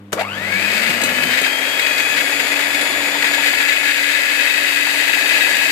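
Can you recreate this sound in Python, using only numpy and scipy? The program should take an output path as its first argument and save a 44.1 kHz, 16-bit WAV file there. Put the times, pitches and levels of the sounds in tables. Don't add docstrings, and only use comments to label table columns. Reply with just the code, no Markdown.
import sys
import numpy as np
from scipy import signal
from scipy.fft import rfft, irfft, next_fast_len
from scipy.io import wavfile
from scipy.ndimage import map_coordinates

SR = 44100
rng = np.random.default_rng(int(sys.argv[2]) if len(sys.argv) > 2 else 0)


def int16_out(signal):
    q = np.round(np.clip(np.atleast_2d(signal).T, -1, 1) * 32767)
    wavfile.write(sys.argv[1], SR, q.astype(np.int16))


N = 251811
ON_S, TOP_RPS = 0.1271, 289.42
GEAR_RATIO = 21.525
RIPPLE_HZ = 100


def amp(db):
    return 10 ** (np.asarray(db) / 20)


def unit(x):
    return x / np.sqrt(np.mean(x ** 2) + 1e-20)


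def clock():
    return np.arange(N) / SR


def along(points, hz):
    f, v = np.transpose(points)
    return np.interp(np.log(hz + 1), np.log(f + 1), v)


def curves(rows):
    s, *cols = np.transpose(rows)
    return [np.interp(clock(), s, c) for c in cols]


def wobble(knots_per_s):
    knots = rng.standard_normal(int(N * knots_per_s / SR) + 4)
    return map_coordinates(knots, [np.arange(N) * knots_per_s / SR])


def filtered(x, response):
    size = next_fast_len(N + SR // 2, True)
    return irfft(rfft(x, size) * response(np.fft.rfftfreq(size, 1 / SR)), size)[..., :N]


def coloured(x, spectrum, size=4096):
    gain = amp(along(spectrum, np.fft.rfftfreq(size, 1 / SR)))
    cepstrum = irfft(np.log(gain + 1e-6))
    cepstrum[1:size // 2] *= 2
    cepstrum[size // 2 + 1:] = 0
    impulse = irfft(np.exp(rfft(cepstrum)))
    return signal.fftconvolve(x, impulse[None], axes=1)[:, :N]


def hiss():
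    return rng.standard_normal((2, N))


def crossings(cycles):
    return np.flatnonzero(np.diff(np.floor(cycles)) > 0)


def ticks(index, spread_db):
    shape = (2, len(index))
    out = np.zeros((2, N))
    out[:, index] = rng.choice([-1, 1], shape) * amp(spread_db * rng.uniform(-1.4, 1, shape))
    return unit(out)


def bursts(rows, t60_s):
    s, db = np.transpose(rows)
    energy = np.bincount(np.round(s * SR).astype(int), amp(db) ** 2, N)
    return np.sqrt(signal.lfilter([1], [1, -amp(-60 / (t60_s * SR)) ** 2], energy + 1e-20))


# f/Hz, left minus right/dB
BALANCE = [(60, 2), (200, 1), (700, 3), (1000, 2.5), (1300, 6), (1750, 12.5), (2300, 10), (3500, 11),
           (4700, 8.5), (5700, 1.5), (7700, 6), (9000, -0.5), (11000, -2), (14500, 11.5)]


def sides(hz, lead_rad, coherence):
    left = amp(along(BALANCE, hz) / 2)
    mid = np.sqrt(left ** 2 + left ** -2 + 2 * coherence * np.cos(lead_rad)) / 2
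    return np.array([left, np.exp(-1j * lead_rad) / left]) / mid


# f/Hz, coherence
COHERENCE = [(60, 0.45), (290, 1), (640, 1), (1400, 0.14), (3000, 0.15), (8000, 0.055), (15000, .15)]
LEFT_LEAD_S = 0.00015


def ports(pair):
    def blend(hz):
        return np.arccos(np.clip(along(COHERENCE, hz), -1, 1)) / 2
    common, apart = filtered(pair, lambda hz: np.array([np.cos(blend(hz)), np.sin(blend(hz))]))
    stereo = np.array([common + apart, common - apart])
    return filtered(stereo, lambda hz: sides(hz, 2 * np.pi * hz * LEFT_LEAD_S, np.cos(2 * blend(hz))))


def struck(envelope, spectrum):
    return ports(unit(coloured(hiss() * envelope, spectrum))) * np.sqrt(np.mean(envelope ** 2))


# f/Hz, level/dB re the first
HUM_PARTIALS = [(100, 0), (200, 3.5), (300, -5.5), (400, -25), (500, -11.5)]
# t/s, level/dB
HUM_LEVELS = [(0.0, -46), (0.35, -42), (1.05, -46), (1.48, -56.5), (3.4, -55.5), (3.75, -67), (5.71, -57.5)]
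# f/Hz, level/dB
AIR_SPECTRUM = [(25, -20), (80, -14), (180, -10), (300, -3), (550, -13), (900, -15.5), (3000, -24),
                (5000, -37), (12000, -42)]


def background():
    hum = sum(amp(db + 2.2 * wobble(11)) * np.sin(2 * np.pi * hz * clock() + rng.uniform(0, 2 * np.pi))
              for hz, db in HUM_PARTIALS)
    air = ports(unit(coloured(hiss(), AIR_SPECTRUM)))
    return amp(curves(HUM_LEVELS)[0] + 2) * hum + amp(-49.0) * air


# f/Hz, t60/s
ROOM_T60 = [(200, 0.23), (2000, 0.25), (12000, 0.11)]


def kitchen(x):
    hz, t, noise = signal.stft(rng.standard_normal((2, SR // 2)), SR, nperseg=256)
    decay = amp(-60 * t / along(ROOM_T60, hz)[:, None])
    tail = signal.istft(noise * decay, SR, nperseg=256)[1]
    return signal.fftconvolve(x, tail / np.linalg.norm(tail[0]), axes=1)[:, :N]


# t/s, level/dB
SWITCH_CLICKS = [(0.1215, -22.5), (0.125, -26.5), (0.1295, -10.5), (0.132, -10.5), (0.143, -36)]
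# f/Hz, level/dB
DETENT_SPECTRUM = [(30, -50), (800, -24), (3000, 2), (8000, -4), (15000, -9)]
# f/Hz, level/dB
SNAP_SPECTRUM = [(60, -16), (250, -10), (450, -3), (650, 3), (850, -10), (1400, -6.5), (2400, -13),
                 (3200, -16), (5000, -18), (8000, -20), (14000, -25)]


def switch(crack_db=-7):
    snap_s, snap_db = max(SWITCH_CLICKS, key=lambda row: row[1])
    crack = struck(bursts([(snap_s, snap_db + crack_db)], t60_s=0.012), DETENT_SPECTRUM)
    clicks = amp(-6.5) * bursts(SWITCH_CLICKS, t60_s=0.023)
    ring = amp(-16.5) * bursts(SWITCH_CLICKS, t60_s=0.14)
    return crack + struck(clicks + ring, SNAP_SPECTRUM)


# t/s, level/dB
FRAME_JOLTS = [(0.153, -31), (0.174, -25), (0.182, -22), (0.195, -21), (0.213, -21), (0.221, -26)]
# f/Hz, level/dB
FRAME_SPECTRUM = [(80, -27), (280, -19), (550, 0), (800, -3), (1000, -14), (1300, -3), (2000, -24),
                  (5000, -48)]


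def judder():
    return struck(bursts(FRAME_JOLTS, t60_s=0.033), FRAME_SPECTRUM)


# t/s, level/dB, thud offset/dB
BOWL_GRAZES = [(0.8935, -19.5, 3), (1.0151, -15, -11), (1.0363, -9.5, -6), (1.061, -18, -3),
               (1.236, -24, 2), (1.415, -15, -4.5), (1.816, -23, -17), (2.813, -17, -11), (3.877, -25, -12)]
# f/Hz, level/dB
GLASS_SPECTRUM = [(2000, -18), (4000, 8), (5300, -10), (6500, 4), (7200, 1), (8000, 8), (9500, -3),
                  (14000, -9)]
# f/Hz, level/dB, t60/s
BOWL_MODES = [(4020, -1, 0.066), (6500, -1, .04), (7360, -8, .03), (8000, -3, 0.04)]


def grazes(scrape_db=-10.0, clink_db=-9, thud_db=-4.0):
    scrapes = [(s, db + scrape_db) for s, db, _ in BOWL_GRAZES]
    touches = [(s, db + clink_db) for s, db, _ in BOWL_GRAZES]
    thuds = [(s, db + offset_db + thud_db) for s, db, offset_db in BOWL_GRAZES]
    scrape = struck(bursts(scrapes, t60_s=0.089), GLASS_SPECTRUM)
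    clink = sum(amp(db) * bursts(touches, t60_s) * np.sin(2 * np.pi * (hz * clock() + rng.random((2, 1))))
                for hz, db, t60_s in BOWL_MODES)
    counter_hz_db = [(50, -23), (100, -15.5), (250, 2), (600, -3), (1200, -27)]
    return scrape + clink + struck(bursts(thuds, t60_s=0.073), counter_hz_db)


# t/s, level/dB
SLAP_LEVELS = [(0.4, -46), (1.4, -29), (1.9, -40), (2.5, -32), (3.0, -26.5), (3.5, -27.5), (4.1, -39.5),
               (4.8, -29.5), (5.5, -28.5)]
# f/Hz, level/dB
HOLLOW_SPECTRUM = [(80, -66), (250, -18), (600, -11), (800, -5.5), (920, -3), (1100, -9.5), (1600, -29),
                   (4000, -70)]


def slaps(beater_turns, phase_turns=0.35, scatter_db=2):
    index = crossings(beater_turns - phase_turns)
    level_db = curves(SLAP_LEVELS)[0][index] + scatter_db * rng.uniform(-0.048, 1, len(index))
    return struck(bursts(np.column_stack([index / SR, level_db]), t60_s=0.095), HOLLOW_SPECTRUM)


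# f/Hz, level/dB
CHURN_SPECTRUM = [(40, -56), (130, -22.5), (210, -12), (265, -1.5), (330, -4.5), (470, -2), (560, 1.5),
                  (660, 1.5), (750, -3), (900, -3.5), (1100, -7), (1350, -2), (2000, -37)]
# t/s, half length/s, level/dB
GULP_EVENTS = [(0.5, 0.12, -41), (0.9, 0.016, -30), (1.046, 0.014, -27), (1.13, .02, -38),
               (1.265, 0.054, -35), (2.183, 0.04, -42), (3.247, 0.12, -46), (5.572, .06, -48)]
# f/Hz, level/dB
GULP_SPECTRUM = [(25, -53), (60, -15), (110, 0), (160, 4.5), (240, 9.5), (330, -4.5), (600, -20)]


def cream(beater_turns, level_db, blade_db=2, turn_db=1, lump_db=0.5, gurgle_db=-57.5):
    sweep_db = blade_db * np.cos(8 * np.pi * beater_turns) + turn_db * np.cos(2 * np.pi * beater_turns)
    stir = unit(amp(sweep_db + lump_db * wobble(90)))
    churn = unit(coloured(hiss() * stir, CHURN_SPECTRUM))
    swell = sum(amp(db) / (1 + ((clock() - s) / half_s) ** 2) for s, half_s, db in GULP_EVENTS)
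    gurgle = amp(gurgle_db + 3 * wobble(11.0))
    gulp = np.hypot(swell, gurgle) * unit(coloured(hiss() * stir, GULP_SPECTRUM))
    return ports(amp(level_db) * churn + gulp)


# f/Hz, width/Hz, upright level/dB, tilted level/dB
PANEL_MODES = [(1470, 65, -5, -9), (1685, 113, -9, -1.5), (1967, 124, -2, 5.5), (2220, 76, 0, -14),
               (2482, 77, 1.5, -5), (2566, 82, -11.5, 9), (2830, 54, -19, 0), (3165, 120, -12, -2),
               (3770, 97, -28, 3.5), (4970, 110, 1, -18)]


def panels(hz, tilted=False):
    return 1 + sum(amp(tilted_db if tilted else upright_db)
                   * 1j * hz * width_hz / (mode_hz ** 2 - hz ** 2 + 1j * hz * width_hz)
                   for mode_hz, width_hz, upright_db, tilted_db in PANEL_MODES)


# t/s, tilt (0 upright, 1 tilted)
HAND_TILT = [(0.0, 0.05), (3.0, 0.11), (3.6, 0.24), (4.2, 0.35), (4.6, 0.86), (5.2, 1), (5.71, 0.95)]


def tilt_mix(upright, tilted):
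    tilt = np.clip(curves(HAND_TILT)[0], 0, 1)
    return (1 - tilt) * upright + tilt * tilted


# f/Hz, level/dB
SHELL_SPECTRUM = [(100, -48), (500, -23.5), (1000, -22.5), (1300, -17), (1600, -4.5), (2100, -4.5),
                  (2500, -5), (2800, -8), (3050, -9.5), (3800, -11), (4100, -12.5), (4800, -19.5),
                  (5500, -24), (8000, -32)]


def housing(force):
    band = coloured(force, SHELL_SPECTRUM)
    upright = filtered(band, panels)
    tilted = filtered(band, lambda hz: panels(hz, tilted=True))
    return ports(unit(tilt_mix(upright, tilted)))


# f/Hz, t60/s, upright level/dB, tilted level/dB
WIRE_MODES = [(1430, 0.058, -7.5, -22), (1717, 0.12, -1.5, -2), (1934, 0.083, -11, -5.5),
              (2021, 0.069, -6, -2), (2200, 0.063, -6, -23), (2535, 0.056, -2, -13), (2578, 0.09, -2, 3),
              (3110, 0.055, -19, -14), (3860, 0.047, -20, -8)]
# t/s, level/dB
WIRE_LEVELS = [(0.3, -37.5), (0.6, -26), (1.35, -26.5), (1.6, -28), (3.15, -32), (3.6, -25), (4.4, -27),
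               (5.0, -28.5), (5.71, -25)]


def wires(turns, ring_db=2, tick_db=-6, flex=0.0083, miss_share=0.35):
    index = crossings(turns + 0.2 * wobble(200))
    hits = ticks(index, spread_db=3) * (rng.random(N) > miss_share)
    force = unit(coloured(hits, SHELL_SPECTRUM))
    ring = 0
    for k, (hz, t60_s, upright_db, tilted_db) in enumerate(WIRE_MODES):
        carrier = np.exp(2j * np.pi * np.cumsum(hz * (1 + flex * wobble(22))) / SR)
        mode = carrier * signal.lfilter([1], [1, -amp(-60 / (t60_s * SR))], force[0] / carrier)
        lead_rad = 2 * np.pi * hz * LEFT_LEAD_S + (-1) ** k * 0.5
        stereo = unit(np.real(sides(hz, lead_rad, coherence=0)[:, None] * mode))
        ring = ring + stereo * tilt_mix(amp(upright_db), amp(tilted_db))
    return amp(curves(WIRE_LEVELS)[0]) * (amp(ring_db) * unit(ring) + amp(tick_db) * ports(force))


# f/Hz, level/dB
BRUSH_SPECTRUM = [(2650, -26.5), (4500, 4.5), (4870, 4), (5410, -7), (5760, -9.5), (6230, -3.5), (6700, -1),
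                  (7250, -2), (7840, 2), (9470, -14.5), (10100, -7), (10900, -6.5), (12100, -3),
                  (15100, -15), (15800, -37)]


def brushes(level_db, sparks_per_s=1300, mains_depth=0.17):
    sparks = ticks(np.flatnonzero(rng.random(N) < sparks_per_s / SR), spread_db=6.0)
    current = 1 + mains_depth * np.cos(2 * np.pi * RIPPLE_HZ * clock())
    return amp(level_db) * ports(unit(coloured(sparks * current + hiss(), BRUSH_SPECTRUM)))


# t/s, hold/s, level/dB
SHAFT_KNOCKS = [(0.175, 0.014, -29), (0.193, 0.026, -18.5), (0.778, .004, -21), (0.84, 0.0046, -20),
                (0.864, .01, -18), (.902, .012, -17), (1.09, .012, -16.5), (1.163, .005, -18),
                (1.18, 0.0063, -22), (1.233, 0.007, -12.5), (1.307, 0.047, -15.5), (1.373, .018, -12),
                (1.438, 0.029, -13), (1.7943, 0.0058, -11), (1.864, 0.0065, -14), (1.98, .004, -10),
                (1.999, .008, -13.5), (2.164, 0.027, -14.5), (2.201, 0.011, -14.5), (2.396, .009, -11.5),
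                (2.47, .005, -20), (2.517, .006, -12.5), (2.591, 0.0052, -13.5), (2.606, 0.0045, -13.5),
                (2.745, .005, -11.5), (2.811, 0.0071, -18), (3.223, 0.0063, -11), (3.243, 0.037, -15),
                (3.333, 0.0066, -13.5), (3.343, .005, -12), (3.433, 0.019, -16), (3.459, 0.027, -13),
                (3.581, 0.0055, -13.5), (3.602, 0.026, -14), (3.679, 0.021, -14.5), (3.718, 0.02, -15.5),
                (3.762, 0.014, -17.5), (3.831, .008, -18), (3.852, 0.073, -16), (3.96, .02, -20),
                (4.115, 0.0063, -15), (4.395, 0.059, -20), (5.292, 0.036, -20), (5.353, 0.018, -18),
                (5.408, .016, -15), (5.466, 0.0064, -20)]


def knocks(ring_db=-5.0, spark_db=-19):
    def hold_and_decay(t60_s):
        energy, t = np.zeros(N + SR), np.arange(SR // 4) / SR
        for s, hold_s, db in SHAFT_KNOCKS:
            energy[round(s * SR):][:len(t)] += amp(db - 60 * np.maximum(t - hold_s, 0) / t60_s) ** 2
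        return np.sqrt(energy[:N])
    rattle = hold_and_decay(t60_s=0.028)
    ring = housing(hiss() * rattle) * np.sqrt(np.mean(rattle ** 2))
    spit = struck(hold_and_decay(t60_s=0.11), BRUSH_SPECTRUM)
    return amp(ring_db) * ring + amp(spark_db) * spit


def gears(turns, beater_turns, level_db, tooth_db=-4, chatter_db=-1, chatter_per_s=1500, rub_depth=0.063):
    hits = crossings(2 * turns + 0.05 * wobble(400))
    chatter = np.flatnonzero(rng.random(N) < chatter_per_s / SR)
    force = hiss() + amp(tooth_db) * ticks(hits, spread_db=3.0)
    force += amp(chatter_db) * ticks(chatter, spread_db=1.5)
    force *= 1 + rub_depth * np.cos(2 * np.pi * turns)
    load_db = wobble(110) + 0.5 * np.cos(4 * np.pi * beater_turns)
    return amp(level_db - 1.36) * housing(force * amp(load_db))


# t/s, half length/s, speed loss/rps
STALL_SHAPE = [(.221, .02, 10), (.315, .04, 5)]


def run_up(kick_share=0.389, kick_s=0.1513, creep_s=0.68):
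    t = np.maximum(clock() - ON_S, 0)
    free_rps = TOP_RPS * (1 - kick_share * np.exp(-t / kick_s) - (1 - kick_share) * np.exp(-t / creep_s))
    lost_rps = sum(loss * np.exp(-((clock() - s) / half_s) ** 2) for s, half_s, loss in STALL_SHAPE)
    return np.maximum(free_rps - lost_rps, 0)


def tone(order, turns, rps, level_db, waver_db=0.8, strain=0.83, min_rasp=0.024, rasp_hz=450,
         effort_db=8.5):
    effort = 1 - rps / TOP_RPS
    noise_share = np.clip(min_rasp + strain * effort ** 2, 0, 0.5)
    envelope = np.sqrt(2) * amp(level_db + effort_db * effort) * unit(amp(waver_db * wobble(29.95)))
    grain = np.sqrt(1 - noise_share) + np.sqrt(noise_share) * wobble(rasp_hz)
    lead_rad = np.arccos(np.clip(along(COHERENCE, order * rps), 0, 1))
    carrier = np.exp(2j * np.pi * (order * turns + rng.random()))
    return envelope * grain * np.real(sides(order * rps, lead_rad, coherence=0.63) * carrier)


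# t/s, shaft level/dB, fan level/dB, slot level/dB
TONE_LEVELS = [(0.33, -33, -59, -44), (0.47, -49, -42, -39), (0.55, -35.5, -38, -34.5),
               (0.7, -38.5, -41, -38.5), (0.95, -37, -61, -37), (1.1, -38.5, -41, -38.5),
               (1.3, -37.5, -45, -33), (1.45, -44, -41, -35), (1.72, -41, -41, -30),
               (2.05, -43.5, -30.5, -34.5), (2.3, -40.5, -39, -33), (2.65, -39.5, -59, -30.5),
               (3.35, -37, -51, -31), (3.8, -41.5, -43, -36.5), (4.5, -42.5, -37, -40),
               (5.71, -43.5, -52, -44)]
SLOT_OFFSETS_DB = [2, -1.5, -6]
# t/s, level/dB for each of slot harmonics 2-4
WHISTLE_LEVELS = [(0.3, -60, -63, -64), (0.45, -58, -54, -55), (0.57, -57, -54, -47), (0.95, -50, -50, -47),
                  (1.15, -43, -33.5, -39), (1.7, -48, -41, -40), (2.1, -37, -38.5, -38),
                  (2.7, -38.5, -30.5, -40), (3.3, -36, -40, -44), (3.9, -37.5, -38, -44),
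                  (4.6, -43, -37, -48), (5.71, -42, -35, -43)]
FAN_BLADES, ROTOR_SLOTS = 9, 12
CRITICAL_RPS, CRITICAL_WIDTH_RPS, SHAKE_DB = 56, 12.5, 12.5
FLARE_HZ, FLARE_WIDTH_HZ, FLARE_DB = 2880, 160, 10.5


def whine(turns, rps, jitter_turns=0.0048, low_hz=165, high_hz=3350, inrush_depth=0.54):
    def shell(hz):
        low_cut = 1 - 1 / (1 + (hz / low_hz) ** 10)
        return panels(hz) * low_cut / np.sqrt(1 + (hz / high_hz) ** 16)
    turns = turns + jitter_turns * wobble(30)
    shaft_db, fan_db, slot_db = curves(TONE_LEVELS)
    shake_db = SHAKE_DB / (1 + np.abs((rps - CRITICAL_RPS) / CRITICAL_WIDTH_RPS) ** 6)
    body = tone(1, turns, rps, shaft_db, waver_db=1.0, min_rasp=0.048, rasp_hz=70)
    body += tone(FAN_BLADES, turns, rps, fan_db + shake_db)
    for k, offset_db in enumerate(SLOT_OFFSETS_DB, 1):
        order = k * ROTOR_SLOTS
        flare_db = (k > 1) * FLARE_DB / (1 + ((order * rps - FLARE_HZ) / FLARE_WIDTH_HZ) ** 2)
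        level_db = slot_db + offset_db + shake_db / k ** 2 + flare_db
        body += tone(order, turns, rps, level_db, strain=0.6 * k)
    whistle = 0
    for k, db in enumerate(curves(WHISTLE_LEVELS), 2):
        order = k * ROTOR_SLOTS
        level_db = db + along(BRUSH_SPECTRUM, order * rps)
        whistle += tone(order, turns, rps, level_db, waver_db=2.2, min_rasp=0.064, rasp_hz=260)
    torque = 1 - inrush_depth * (1 - rps / TOP_RPS) * np.cos(2 * np.pi * RIPPLE_HZ * (clock() - ON_S))
    return torque * (filtered(body, shell) + whistle)


# t/s, cream level/dB, gear level/dB, brush level/dB
LOAD_LEVELS = [(0.15, -31, -31, -54), (0.3, -32, -33.5, -49), (0.52, -31, -23.5, -37.5),
               (0.77, -30.5, -18, -30), (1.03, -28, -22.5, -34), (1.35, -30, -21, -33),
               (1.55, -31.5, -22.5, -32.5), (2.2, -30, -21, -31.5), (3.15, -30.5, -21, -31.5),
               (3.5, -32.5, -21, -30), (3.8, -35, -21.5, -32.5), (4.05, -35.5, -19.5, -30.5),
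               (4.35, -34, -20, -30.5), (4.9, -35, -20.5, -29.5), (5.38, -32, -19.5, -28),
               (5.71, -33, -20.5, -28.5)]


def scene():
    rps = run_up()
    turns = np.cumsum(rps) / SR
    beater_turns = turns / GEAR_RATIO
    cream_db, gear_db, brush_db = curves(LOAD_LEVELS)
    fade_in = np.clip((clock() - 0.135) / 0.035, 0, 1)
    vigour = (rps / TOP_RPS) ** 0.36
    motor = whine(turns, rps) + brushes(brush_db)
    drive = vigour * (gears(turns, beater_turns, gear_db) + wires(turns) + cream(beater_turns, cream_db))
    mixer = fade_in * (motor + drive) + slaps(beater_turns) + knocks() + grazes() + switch() + judder()
    return mixer + amp(-12.5) * kitchen(mixer) + background()


def record(dry):
    ceiling, cutoff_hz = 0.95, 15500
    rounded = dry / (1 + (dry / ceiling) ** 6) ** (1 / 6)
    return filtered(rounded, lambda hz: 1 / (1 + (hz / cutoff_hz) ** 200))


dry = scene()
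out = record(dry)
int16_out(out)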